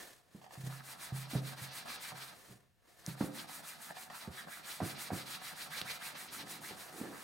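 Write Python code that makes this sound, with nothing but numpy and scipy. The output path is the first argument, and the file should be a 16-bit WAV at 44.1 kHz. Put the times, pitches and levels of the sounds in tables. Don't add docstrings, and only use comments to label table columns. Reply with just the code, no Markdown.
import sys
import numpy as np
from scipy import signal
from scipy.fft import rfft, irfft, next_fast_len
from scipy.io import wavfile
from scipy.ndimage import uniform_filter1d, map_coordinates

SR = 44100
rng = np.random.default_rng(int(sys.argv[2]) if len(sys.argv) > 2 else 0)


def inscribe(sig):
    pcm = np.round(np.clip(np.atleast_2d(sig).T, -1, 1) * 32767)
    wavfile.write(sys.argv[1], SR, pcm.astype(np.int16))


N = 318843
TIME_S = np.arange(N) / SR


def amp(db):
    return 10 ** (np.asarray(db) / 20)


def unit(x):
    return x / np.sqrt(np.mean(x ** 2) + 1e-20)


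def along(points, hz):
    knots_hz, values = np.transpose(points)
    return np.interp(np.log(hz + 1), np.log(knots_hz + 1), values)


def wobble(rate_hz):
    knots = rng.standard_normal(int(N * rate_hz / SR) + 4)
    return map_coordinates(knots, [TIME_S * rate_hz])


def filtered(x, response):
    size = next_fast_len(N + SR // 2)
    return irfft(rfft(x, size) * response(np.fft.rfftfreq(size, 1 / SR)), size)[..., :N]


def noise(spectrum):
    return unit(filtered(rng.standard_normal((2, N)), lambda hz: amp(along(spectrum, hz))))


def add(track, start_s, sound):
    part = track[..., max(0, round(start_s * SR)):][..., :sound.shape[-1]]
    part += sound[..., :part.shape[-1]]


# (frequency [Hz], side gain [dB])
SIDE_GAIN = [(40, 13.5), (100, -5), (300, -6.5), (550, -1.5), (1100, -7.5), (2200, -5.5), (4200, -1.5),
             (6500, -17.5), (10000, -97)]

def spread(pair):
    side = filtered(pair[1], lambda hz: amp(along(SIDE_GAIN, hz)))
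    return np.array([pair[0] + side, pair[0] - side])


# (frequency [Hz], relative level [dB])
ROOM_TONE_SPECTRUM = [(25, -18), (50, -11.5), (120, -5.5), (250, -25), (500, -29), (1500, -26.5),
                      (15000, -35.5)]

def room_tone(level_db=-77.5):
    return amp(level_db) * spread(noise(ROOM_TONE_SPECTRUM))


# (frequency [Hz], bandwidth [Hz], gain [dB])
SHELL_MODES = [(722, 65, 13), (1118, 217, 3), (1766, 53, 4.5), (3480, 640, -15), (4400, 150, -11)]

def shell(hz):
    return sum((-1) ** k * amp(db) * 1j * hz * width_hz / (mode_hz ** 2 - hz ** 2 + 1j * hz * width_hz)
               for k, (mode_hz, width_hz, db) in enumerate(SHELL_MODES))


# (start [s], end [s], relative level [dB])
CLOTH_DRAGS = [(0, 0.025, -51), (0.097, .5, -68.5), (.34, .44, -64), (.53, .6, -62), (0.531, .55, -55),
               (0.594, 0.707, -56.5), (0.658, 0.673, -50.5), (2.363, 2.51, -60), (2.89, 3.06, -64.5),
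               (2.989, 3.018, -62), (6.777, 7.23, -57)]
# (frequency [Hz], relative level [dB])
RUSTLE_SPECTRUM = [(60, -3), (200, 3), (500, 4), (800, -6.5), (1200, -1.5), (1800, 1.5), (3000, -3),
                   (4200, -2), (9000, -1.5), (15500, -7)]

def loose_cloth(rise_db_per_s=124, fall_db_per_s=86, flick_s=.025, bright_db=-62, dull_hz=2300):
    drags_db = []
    for start, end, db in CLOTH_DRAGS:
        briskness = 4 if end - start < flick_s else 1
        down_db = np.maximum(rise_db_per_s * (start - TIME_S), fall_db_per_s * (TIME_S - end))
        drags_db.append(db - briskness * np.maximum(down_db, 0))
    envelope_db = np.max(drags_db, axis=0)
    rustle = filtered(spread(noise(RUSTLE_SPECTRUM)), lambda hz: 1 + np.abs(shell(hz)))
    dull = filtered(rustle, lambda hz: 1 / (1 + (hz / dull_hz) ** 2))
    brightness = np.clip(amp(envelope_db - bright_db), 0, 1)
    return amp(envelope_db - 2 + 1.4 * wobble(120)) * (dull + brightness * (rustle - dull))


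# (time [s],
# relative level [dB], pitch [Hz], relative ring [dB])
BUMPS = [(0.347, -38.5, 191, -15), (.575, -50.5, 134, 8.5), (.636, -39.5, 135, -4), (.667, -39, 146, -3.5),
         (1.122, -33, 128, -1.5), (1.333, -28.5, 255, -31), (1.353, -21.5, 145, -11),
         (1.617, -36.5, 125, -11), (2.123, -49, 163, -2), (2.501, -46, 180, -9), (3.078, -29.5, 164, -11),
         (3.209, -18, 222.5, -12), (3.244, -32, 180, -13), (4.275, -32.5, 190, -18),
         (4.281, -38.5, 82.6, -16), (5.82, -40, 180, -12.5), (6.709, -38, 438, -9.5),
         (7.012, -30.5, 231, -12)]
# (time [s], relative level [dB])
DROPS = [(4.803, -24), (5.104, -26.5)]
# (delay [s], relative level [dB], pitch [Hz], relative ring [dB])
DROP_CONTACTS = [(0, -1, 714, -10.5), (.014, -2.5, 208, -11), (.023, -6.5, 106, -9),
                 (.026, -3.5, 222.2, -9.5)]

def contacts(clack_lead_s=.00202, clack_hz=560, clack_ring_db=-12):
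    clacks = [(s - clack_lead_s, 3.5 + 1.55 * db, clack_hz, clack_ring_db) for s, db, _, _ in BUMPS]
    drops = [(s + delay_s, db + contact_db, pitch_hz, ring_db)
             for s, db in DROPS for delay_s, contact_db, pitch_hz, ring_db in DROP_CONTACTS]
    return BUMPS + clacks + drops


# (frequency [Hz], relative level [dB], t60 [s])
FRAME_MODES = [(101, -1, 0.086), (133.6, 2, 0.55), (163.8, 0, 0.26), (206.7, -6.5, 0.5),
               (263.4, 7.5, 0.081), (283.3, -1.5, 0.27), (314, -1, 0.14), (336.4, -2.5, 0.39),
               (405, -11.5, 0.36), (524, -11, 0.45), (640, -17, 0.13), (744, 0.5, 0.096), (980, -17, 0.5),
               (1173, -5, 0.23)]

def knocks(t60_cycles=9, reach_octaves=.61, rattle_db=-15, rattle_t60_s=.13):
    track, t = np.zeros(N), np.arange(SR * 3 // 4) / SR
    mode_hz, mode_db, t60_s = np.transpose(FRAME_MODES)[:, :, None]
    for s, db, pitch_hz, ring_db in contacts():
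        attack = 1 - np.exp(-t * pitch_hz * 1.88)
        thud = 1.28 * amp(-60 * t * pitch_hz / t60_cycles) * np.sin(2 * np.pi * pitch_hz * t)
        detuning = np.log2(mode_hz / pitch_hz) / reach_octaves
        drive = amp(mode_db + rng.normal(0, .52, mode_hz.shape)) / (1 + detuning ** 2) ** 1.63
        hum = np.sum(drive * amp(-60 * t / t60_s) * np.sin(2 * np.pi * mode_hz * t), axis=0)
        lowpass = signal.butter(3, min(2.2 * pitch_hz, 1500), fs=SR, output="sos")
        rattle = unit(signal.sosfilt(lowpass, rng.standard_normal(len(t))))
        rattle *= amp(rattle_db - 60 * t / rattle_t60_s)
        add(track, s, amp(db) * attack * (thud + amp(ring_db - 2) * hum + rattle))
    return signal.sosfilt(signal.butter(2, 70, "high", fs=SR, output="sos"), track)


# (time [s], relative level [dB])
LEATHER_SLIPS = [(.414, -55), (.4405, -49.5), (.4625, -52), (.5065, -49.5), (.552, -49.5), (1.8545, -47),
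                 (2.118, -43.5), (3.967, -45), (4.0992, -44), (5.4145, -46)]

def creaks(attack_s=.00079, t60_s=.04, scrape_db=-11, scrape_hz=4500):
    track, t = np.zeros((2, N)), np.arange(SR // 10) / SR
    for s, db in LEATHER_SLIPS:
        envelope = amp(db + 12 - 60 * t / t60_s) * (1 - np.exp(-t / attack_s))
        add(track, s, envelope * rng.standard_normal((2, len(t))))
    return spread(filtered(track, lambda hz: shell(hz) + amp(scrape_db) / (1 + 1j * hz / scrape_hz) ** 2))


# (start [s], strokes [count])
STROKE_RUNS = [(.68, 4), (1.27, 6), (2.135, 1), (2.352, 0), (3.035, 1), (3.16, 4), (3.778, 2), (4.095, 1),
               (4.3, 2), (4.626, 1), (4.812, 8), (5.988, 5), (6.758, 1), (6.912, 2), (7.3, 0)]

def hand(usual_stroke_s=.148, skew=.93):
    swing, speed, direction = np.zeros((3, N))
    sign = -1
    for (first, strokes), (last, _) in zip(STROKE_RUNS, STROKE_RUNS[1:]):
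        turns_s = np.linspace(first, last, round(strokes) + 1)
        for start, end in zip(turns_s, turns_s[1:]):
            sign = -sign
            now = (TIME_S >= start) & (TIME_S < end)
            progress = (TIME_S[now] - start) / (end - start)
            swing[now] = np.abs(np.sin(np.pi * progress ** skew))
            speed[now] = swing[now] * usual_stroke_s / (end - start)
            direction[now] = sign
    return swing, speed, direction


# (time [s], relative pressure [dB], relative rasp level [dB])
HAND_EFFORT = [(0.74, -59.5, -61), (0.9, -52.5, -55), (1.5, -52.5, -51.5), (2.07, -51, -49.8),
               (2.25, -56, -54), (3.1, -55, -57), (3.55, -51.5, -53.5), (4.2, -55.5, -58),
               (4.55, -54.5, -58), (4.72, -49.5, -50.5), (5.35, -50.5, -50.5), (5.85, -49.5, -48),
               (6.2, -52.5, -53.0), (6.68, -51.0, -52.7), (6.85, -56.5, -58), (7.2, -58, -62.5)]

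def pressing(direction, weave_follow=.12, push_db=.88):
    times_s, *columns = np.transpose(HAND_EFFORT)
    pressure_db, rasp_db = (np.interp(TIME_S, times_s, column) for column in columns)
    weave_db = -53 + weave_follow * (pressure_db - pressure_db.mean()) + push_db * direction
    gains = amp([pressure_db, rasp_db, weave_db]) * np.abs(direction)
    return uniform_filter1d(gains, SR // 30, axis=1)


# (frequency [Hz], relative level [dB])
WEAVE_SPECTRUM = [(100, -26), (300, -7), (600, -6.5), (1100, 2.5), (1600, 0), (2000, -1.5), (2600, 2),
                  (4000, -10), (8000, -59)]
# (frequency [Hz], relative gain [dB])
BODY_RESPONSE = [(60, -22), (140, 16), (300, 3), (450, -8), (600, -5.5), (730, -3), (880, -8), (1300, -2.5),
                 (1700, -1), (2400, -7), (6000, -41)]

def weave(swing, gain, slowest_pace=.33, grit_db=4, trim_db=-3.2):
    pace = np.abs(slowest_pace + (1 - slowest_pace) * swing) * amp(.7 * wobble(9))
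    travel = np.cumsum(pace)
    whir = np.array([map_coordinates(track, [travel], mode="wrap") for track in noise(WEAVE_SPECTRUM)])
    whir = filtered(whir, lambda hz: amp(along(BODY_RESPONSE, hz)) * (1 + amp(-4) * np.abs(shell(hz))))
    pressure_db = 1.8 * wobble(30)
    grip = unit(amp(grit_db * wobble(260) + pressure_db))
    envelope = amp(trim_db) * gain * (.1 + .9 * swing ** .4)
    return envelope * grip * spread(unit(whir))


# (frequency [Hz], relative level [dB])
HISS_SPECTRUM = [(150, -53), (500, -12), (1500, -4.5), (3000, -13), (4700, -10), (6600, -6), (8800, -3),
                 (12900, -6.5), (15500, -9.5)]

def hiss(swing, gain, air_hz=7000, trim_db=3):
    full = spread(noise(HISS_SPECTRUM))
    soft = filtered(full, lambda hz: 1 / (1 + (hz / air_hz) ** 2))
    grit = unit(amp(-.2 * wobble(900) + 1.64 * wobble(45)))
    brightness = .3 + .66 * swing ** .63
    envelope = amp(trim_db) * gain * (.21 + .79 * swing ** 1.5)
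    return envelope * grit * (soft + brightness * (full - soft))


def fibre_snaps(swing, peak_rate_hz=500, scatter_db=5):
    caught = rng.random(N) < peak_rate_hz * swing / SR
    return unit(caught * rng.choice([-1, 1], N) * amp(scatter_db * rng.standard_normal(N)))


# (frequency [Hz], relative level [dB])
RASP_SPECTRUM = [(500, -5.5), (1500, -1), (2400, 1.5), (3100, -0.5), (3900, 2.5), (4700, 1.5), (6000, -4.5),
                 (9000, -33)]

def rasp(swing, gain, snap_db=-11, trim_db=-1.75):
    grit = unit(amp(.36 * wobble(650) + 3.5 * wobble(45)))
    snaps = unit(filtered(fibre_snaps(swing), lambda hz: amp(along(RASP_SPECTRUM, hz))))
    envelope = amp(trim_db) * gain * (.37 + .63 * swing)
    return envelope * (grit * spread(noise(RASP_SPECTRUM)) + amp(snap_db) * snaps)


# (centre [s], relative level [dB])
EDGE_ZIPS = [(1.868, -59), (4.15, -50.5), (4.39, -47), (4.53, -49.5), (4.691, -53.5), (5.6, -55),
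             (5.735, -51), (5.88, -53), (6.024, -49), (6.165, -52), (6.65, -53)]

def zips(speed, gain, rest_hz=400, usual_hz=2147, octave_db=-9, half_width_s=.018):
    def blur():
        return np.array([wobble(800) + .46 * wobble(1400) for _ in range(2)])

    def band(angle):
        return blur() * np.cos(angle) + blur() * np.sin(angle)

    thread_hz = rest_hz + (usual_hz - rest_hz) * speed * amp(.97 * wobble(25))
    phase = 2 * np.pi * np.cumsum(thread_hz) / SR
    edges = sum(amp(db - 3) * np.exp(-((TIME_S - s) / half_width_s) ** 2) for s, db in EDGE_ZIPS)
    strokes = amp(-11 + 3.2 * wobble(14)) * gain * np.sqrt(speed)
    return spread((edges + strokes) * (band(phase) + amp(octave_db) * band(2 * phase)))


# (centre [s], half width [s], relative level [dB], pitch [Hz])
RAIL_SKIDS = [(2.522, 0.034, -55, 140), (6.54, 0.28, -59, 218), (7.041, 0.084, -47, 274)]

def skids(reach_octaves=1.25, judder_db=2):
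    track = np.zeros(N)
    for s, half_width_s, db, pitch_hz in RAIL_SKIDS:
        scuff = filtered(rng.standard_normal(N),
                         lambda hz: 1 / (1 + (np.log2((hz + 1) / pitch_hz) / reach_octaves) ** 2) ** 2)
        track += amp(db) * np.exp(-((TIME_S - s) / half_width_s) ** 2) * unit(scuff)
    return track * unit(amp(judder_db * wobble(70)))


# (time [s], relative level [dB], pitch [Hz])
METAL_TICKS = [(3.0639, -25, 5860), (4.275, -48, 6200), (5.8154, -19, 3950), (5.8181, -33, 4030)]

def ticks(t60_s=.0017):
    track, t = np.zeros(N), np.arange(SR // 50) / SR
    for s, db, hz in METAL_TICKS:
        click = 1.3 * np.sin(2 * np.pi * hz * t) + .38 * rng.standard_normal(len(t))
        add(track, s, amp(db - 60 * t / t60_s) * click)
    return track


def early_reflections(x, echo_db=-6, earliest_s=.002025, latest_s=.022, count=14):
    delays_s = rng.uniform(earliest_s, latest_s, count)
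    gains = rng.standard_normal(count)
    gains *= amp(echo_db) / np.linalg.norm(gains)
    track = x.copy()
    for delay_s, gain in zip(delays_s, gains):
        add(track, delay_s, gain * x)
    return track


# (frequency [Hz], t60 [s])
ROOM_DECAY = [(100, 0.74), (350, 0.68), (1000, 0.41), (4000, 1), (12000, 0.044)]

def reverb(x, predelay_s=.006):
    hz, t, bands = signal.stft(rng.standard_normal((2, SR * 3 // 4)), SR, nperseg=256)
    decay = amp(-60 * t / along(ROOM_DECAY, hz)[:, None])
    _, tail = signal.istft(bands * decay, SR, nperseg=256)
    delayed = np.pad(x, (round(predelay_s * SR), 0))
    return signal.fftconvolve(delayed[None], tail / np.linalg.norm(tail[0]), axes=1)[:, :N]


def scene():
    swing, speed, direction = hand()
    hiss_gain, rasp_gain, weave_gain = pressing(direction)
    leather = (weave(swing, weave_gain) + zips(speed, rasp_gain) + creaks()) * amp([[-1], [.8]])
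    rubbing = early_reflections(leather + rasp(swing, rasp_gain) * amp([[-.5], [.4]]))
    cloth = hiss(swing, hiss_gain) + loose_cloth()
    blows = knocks() + skids()
    echo = reverb(filtered(blows, lambda hz: (1j * hz / (1j * hz + 188)) ** 2))
    table = (blows + amp(-7) * spread(echo)) * amp([[-1.5], [1.2]])
    return rubbing + cloth + ticks() + table + amp(-9) * reverb(leather.mean(axis=0)) + room_tone()


def record(dry):
    highpass_hz, top_hz = 35, 15850
    return filtered(dry, lambda hz: (hz < top_hz) * 1j * hz / (1j * hz + highpass_hz))


dry = scene()
out = record(dry)
inscribe(out)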